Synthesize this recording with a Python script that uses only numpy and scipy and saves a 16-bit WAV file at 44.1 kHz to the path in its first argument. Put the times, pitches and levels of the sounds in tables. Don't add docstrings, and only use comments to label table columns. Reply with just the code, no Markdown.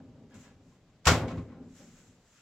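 import sys
import numpy as np
from scipy import signal
from scipy.fft import rfft, irfft, next_fast_len
from scipy.io import wavfile

SR = 44100
rng = np.random.default_rng(int(sys.argv[2]) if len(sys.argv) > 2 else 0)


def gain_from_db(level_db):
    decades = np.asarray(level_db, float) / 20
    return 10 ** decades


def to_wav(sig):
    pcm = np.clip(np.atleast_2d(sig), -1, 1) * 32767
    pcm = np.round(pcm).astype(np.int16)
    wavfile.write(sys.argv[1], SR, pcm.T)


N = 106457

# pitch_hz, level_db [dB per Hz]
HUM_COLOUR = [(25, 1.5), (60, -6), (110, 2), (250, -3), (350, -9), (520, -10.5), (1000, -19), (7000, -31.5)]
# time_s, level_db
HUM_EBB = [
    (0, 7.5),
    (0.999, -0.5),
    (2.099, 2.5),
    (2.41, -8.5),
]
# start_s, level_db, length_s, softest_hz, brightest_hz
FOOTFALLS = [(0, -61.5, 0.0031, 78, 583), (.03, -64, 0.035, 81.4, 474), (.1, -63.5, 0.12, 216, 700),
             (.19, -67, 0.048, 145, 646), (.29, -58, 0.097, 79, 2310), (.33, -62.5, 0.043, 120, 290),
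             (.41, -58.5, 0.09, 490, 3260), (.45, -67.5, 0.06, 61, 644), (.585, -72.5, 0.01, 99, 403),
             (0.623, -80, .04, 101, 285), (.66, -80, 0.012, 102, 397), (1.29, -48.5, 0.091, 62, 222),
             (1.5, -55, 0.15, 57.4, 670), (1.6, -64, 0.086, 202, 333), (1.779, -62, 0.058, 154, 760),
             (1.86, -69.5, 0.026, 185, 305), (2.03, -82.5, 0.098, 150, 496),
             (2.327, -63.5, 0.11, 1226, 3650)]
# pitch_hz, level_db [dB per Hz]
FLOOR_COLOUR = [(40, 3), (64, 3.5), (250, -2), (330, -6.5), (700, -15.5), (1200, -20), (2600, -25),
                (6500, -29.5)]
# pitch_hz, t60_s
DENSE_T60 = [(50, 1), (130, 0.94), (350, 1), (920, 0.34), (2430, 0.32), (6400, 0.23), (14000, 0.31)]
# start_s, rise_s, hold_s, fall_s, level_db
RUSTLE_STROKES = [
    (0.297, 0.0044, 0.02, 0.049, -68.5),
    (0.341, 0.00093, 0.017, 0.088, -56),
    (0.383, 0.028, 0.04, 0.099, -59),
    (0.585, 0.12, 0.051, 0.09, -69.5),
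    (1.272, .003, 0.045, 0.074, -58.5),
    (1.355, 0.0027, 0.013, 0.18, -66.5),
    (1.608, 0.11, 0.014, 0.12, -67.5),
    (1.734, 0.04, 0.022, 0.36, -56.5),
    (1.855, 0.12, 0.048, 0.28, -64),
    (2.19, 0.16, 0.092, 0.084, -62.5),
]
# pitch_hz, level_db [dB per Hz]
RUSTLE_COLOUR = [(300, -26), (700, -20.5), (1300, -4), (3250, -10), (5000, -11.5), (7000, -3.5), (9000, -8)]
# start_s, level_db
LID_SHAKES = [
    (.7, -102),
    (1.265, -81),
    (1.37, -82),
    (1.5, -95),
]
# pitch_hz, level_db, t60_s
LID_MODES = [(1050, 0, .16), (1072, -3, .12)]
CONTACT_S = [1.0415, 1.0543, 1.057, 1.0702, 1.0772, 1.087, 1.1, 1.17, 1.28, 1.3, 1.3705, 1.3774, 1.47]
# level_db, length_s, softest_hz, brightest_hz
CONTACTS = [(-39.5, 0.013, 160, 6000), (-11.5, .011, 1200, 13000), (-26.5, 0.011, 430, 13000),
            (-0.5, 0.0052, 676, 11000), (-3.5, 0.0045, 116, 18600), (-9, 0.006, 54, 8400),
            (-22, 0.014, 120, 5900), (-28, 0.07, 60, 1400), (-34.5, 0.0094, 2100, 3100),
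            (-33.5, 0.015, 140, 2220), (-45.5, 0.0059, 730, 4000), (-40.5, 0.0082, 510, 2600),
            (-46.5, 0.067, 440, 2500)]
# pitch_hz, level_db [dB per Hz]
PLATE_COLOUR = [(40, -7.5), (70, 2.5), (200, -8.5), (330, -7), (700, -8), (1250, -11), (2600, -19.5),
                (6500, -22)]
# pitch_hz, level_db, t60_s
DOOR_MODES = [(412, -12.5, 0.46), (883, -14, .2), (1092, -3.5, .1), (1321, -4, 0.17), (1419, -7, 0.14),
              (1911, -10.5, .14), (2217, -8, 0.18), (2470, -14, 0.1), (2930, -18, .12), (4570, -18, 0.082),
              (4750, -17, 0.12), (5710, -19, .1)]
# pitch_hz, level_db, t60_s
BODY_MODES = [(82, -2.5, 0.64), (110.4, 0.5, 0.67), (147.1, -5, 0.88), (162.7, 3, 0.32),
              (170.7, -10.5, 1.9), (241.6, -7, 1.3), (253.7, -5, 1.62), (263, -5.5, 0.65),
              (287.7, -8, 0.47), (332.5, -8.5, 0.55), (490, -13, .8), (519.7, -14.5, 1.2)]
# pitch_hz, level_db, t60_s, swell_s (only where a mode fills slowly)
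THUD_MODES = [(76, -18, .16), (80, -23, 0.24), (109, -28, 0.28), (140, -28, 0.15), (162, -26.5, 0.6),
              (284.5, -24.5, 0.46, -1.2), (254.5, -36, 1.66, -0.6), (406, -38, 0.88), (518, -35, 0.44),
              (598, -33, 0.45), (739, -39.5, .25), (1100, -30, 0.19), (1163, -18, 0.1632, -0.75),
              (1220, -22.5, 0.02, -1.6)]
# pitch_hz, side_minus_mid_db
WIDTH = [(60, -27), (250, -21), (500, -18), (1000, -15), (1500, -12), (2200, -4.5), (4000, -2.5),
         (10000, -1.5)]
# pitch_hz, level_db
MIC = [(7700, -0.5), (8300, -13), (12000, -15.5), (16000, -21)]

HUM_DB, PLATE_DB, DOOR_DB, BODY_DB = -62, -34, -22.5, -28
THUD_S = 1.064
RISE_CYCLES = 0.79
CHATTER_PER_S, CHATTER_SPREAD_DB = 2300, 2.5
RUB_S = 0.012
WAVER_DB, WAVER_PER_S, WAVER_RAD = 3.5, 12, 0.8
FLOOR_CRACK_DB, FLOOR_CRACK_S = 17, 0.0014
PLATE_CRACK_DB, PLATE_CRACK_S = 5, 0.003
STEP_DULL_DB, STEP_DULL_T60_S = 37.5, 0.21
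STEP_T60_SHARE = 0.17
MIC_TOP_HZ = 16300


def at_hz(points, hz):
    table = np.array(points)
    return np.interp(np.log(np.maximum(hz, 1)), np.log(table[:, 0]), table[:, 1])


def rms_one(x):
    return x / np.sqrt(np.mean(x ** 2) + 1e-20)


def drift(rate):
    r = np.exp(-80 * np.pi * rate / SR)
    slow = signal.lfilter([1], [1, -2 * r, r * r], rng.standard_normal(N // 40 + 2002))[2000:]
    return np.interp(np.arange(N) / 40, np.arange(len(slow)), rms_one(slow))


def band_filter(x, low_hz, high_hz):
    return signal.sosfilt(signal.butter(2, [low_hz, high_hz], "band", fs=SR, output="sos"), x)


def banded_noise(gain_db):
    out, edges = 0, 25 * 2 ** (np.arange(30) / 3)
    white = rng.standard_normal((2, 2, N))
    for k, (low, high) in enumerate(zip(edges, edges[1:])):
        mid, side = band_filter(white[k % 2], low, high)
        hz = np.sqrt(low * high)
        out = out + gain_from_db(gain_db(hz)) * (mid + gain_from_db(at_hz(WIDTH, hz)) * side * [[1], [-1]])
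    return rms_one(out)


def patchy(colour, patchy_db, rate):
    together, own = drift(rate), drift(rate)
    return banded_noise(lambda hz: at_hz(colour, hz) + patchy_db * (together + np.roll(own, int(hz * 7))))


def modes(rows):
    out = np.zeros((2, 2 * SR))
    phases = rng.uniform(-0.6, 1, (len(rows), 2))
    for (hz, db, t60, *slow), (start, part) in zip(rows, phases):
        t = np.arange(int(min(t60 * 1.3, 2) * SR)) / SR
        lag = np.arctan(gain_from_db(at_hz(WIDTH, hz))) * part * np.array([[1], [-1]])
        swell = 1 - np.exp(-(t / slow[0]) ** 2 if slow else -t * hz / RISE_CYCLES)
        waver = gain_from_db(WAVER_DB * np.minimum(t / 0.041, 1) * drift(WAVER_PER_S)[:len(t)])
        wander = WAVER_RAD * np.minimum(t / 0.1, 1) * drift(WAVER_PER_S)[:len(t)]
        ring = np.sin(2 * np.pi * hz * t + np.pi * start + wander + lag)
        out[:, :len(t)] += swell * waver * gain_from_db(db - 60 * t / t60) * ring
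    return out


def chatter(start_s, db, length, low_hz, high_hz):
    t = np.arange(SR // 4) / SR
    chance, size, sign = rng.random((3, len(t)))
    ticks = (chance < CHATTER_PER_S / SR) * gain_from_db(-CHATTER_SPREAD_DB * np.log(size + 0.01)) * np.sign(sign - 0.5)
    ticks[0] = 3
    rub_in = 1 if length < RUB_S else np.minimum(2 * t / length, 1)
    burst = ticks * np.exp(-(t / length) ** 2) * rub_in
    burst = band_filter(burst + 1e-18, low_hz, min(high_hz, 0.45 * SR))
    out, at = np.zeros(N + SR), int(max(start_s, 0) * SR)
    out[at:at + len(t)] = gain_from_db(db) * burst / np.sqrt(np.sum(burst ** 2))
    return out[:N]


def knocks(rows, body):
    force = sum(chatter(*row) for row in rows)
    return signal.fftconvolve(force[None], body, axes=1)[:, :N]


def hum():
    tone = gain_from_db(HUM_DB) * patchy(HUM_COLOUR, patchy_db=0.5, rate=16.0)
    low = signal.sosfiltfilt(signal.butter(2, 900, fs=SR, output="sos"), tone)
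    ebb_db = np.interp(np.arange(N) / SR, *np.transpose(HUM_EBB))
    return tone + low * (gain_from_db(ebb_db) - 1)


def dense_floor():
    t = (np.arange(N) + 1) / SR

    def level_db(hz):
        t60 = at_hz(DENSE_T60, hz)
        decay = -10 * np.log10(t60) - 60 * t / t60
        swell = 20 * np.log10(1 - np.exp(-t * hz / RISE_CYCLES))
        return at_hz(FLOOR_COLOUR, hz) + decay + swell + FLOOR_CRACK_DB * np.exp(-t / FLOOR_CRACK_S)
    return banded_noise(level_db)[:, :2 * SR] / np.sqrt(N)


def steps():
    low = modes([(hz, db, t60 * STEP_T60_SHARE) for hz, db, t60 in BODY_MODES])
    t = np.arange(2 * SR) / SR
    dull = dense_floor() * gain_from_db(STEP_DULL_DB - 60 * t / STEP_DULL_T60_S)
    return knocks(FOOTFALLS, low + dull)


def rustle():
    t = np.arange(N) / SR
    strokes = 0
    for start, rise, hold, fall, db in RUSTLE_STROKES:
        rising = np.clip((t - start) / rise, 0, 1)
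        falling = gain_from_db(-20 * np.clip((t - start - rise - hold) / fall, 0, 9))
        strokes = strokes + gain_from_db(db) * rising * falling
    return strokes * patchy(RUSTLE_COLOUR, patchy_db=1.0, rate=8.2)


def lid():
    return knocks([(s, db + 20, 0.04, 500, 2000) for s, db in LID_SHAKES], modes(LID_MODES))


def plates(rows):
    force = np.array([chatter(*row) ** 2 for row in rows])
    low, high = np.array(rows)[:, 3:].T

    def level_db(hz):
        reach = 1 / (1 + (low / hz) ** 4) / (1 + (hz / high) ** 4) / (high - low)
        fed = reach @ force
        keep = gain_from_db(-120 / SR / at_hz(DENSE_T60, hz))
        crack = np.exp(-1 / SR / PLATE_CRACK_S)
        rise = np.exp(-hz / SR / RISE_CYCLES)
        held = signal.lfilter([1], [1, -keep], fed)
        held = held + gain_from_db(2 * PLATE_CRACK_DB) * signal.lfilter([1], [1, -crack], fed)
        energy = (1 - keep) * signal.lfilter([1 - rise], [1, -rise], held)
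        return at_hz(PLATE_COLOUR, hz) + 10 * np.log10(energy + 1e-30)
    return gain_from_db(PLATE_DB) * banded_noise(level_db)


def thud():
    return np.pad(modes(THUD_MODES), ((0, 0), (int(THUD_S * SR), 0)))[:, :N]


def stove():
    rows = [(s, *row) for s, row in zip(CONTACT_S, CONTACTS)]
    body = gain_from_db(DOOR_DB) * modes(DOOR_MODES) + gain_from_db(BODY_DB) * modes(BODY_MODES)
    return plates(rows) + knocks(rows, body) + thud()


def scene():
    return (hum() + steps() + rustle() + lid() + stove()) * np.array([[gain_from_db(0.4)], [gain_from_db(-0.4)]])


def band_limit(x):
    return signal.sosfilt(signal.butter(12, 16490, fs=SR, output="sos"), x)


def record(dry):
    size = next_fast_len(N + 4096)
    hz = np.arange(size // 2 + 1) * SR / size
    response = gain_from_db(at_hz(MIC, hz)) * (hz < MIC_TOP_HZ)
    heard = irfft(rfft(dry, size) * response, size)[:, :N]
    return band_limit(heard)


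dry = scene()
out = record(dry)
to_wav(out)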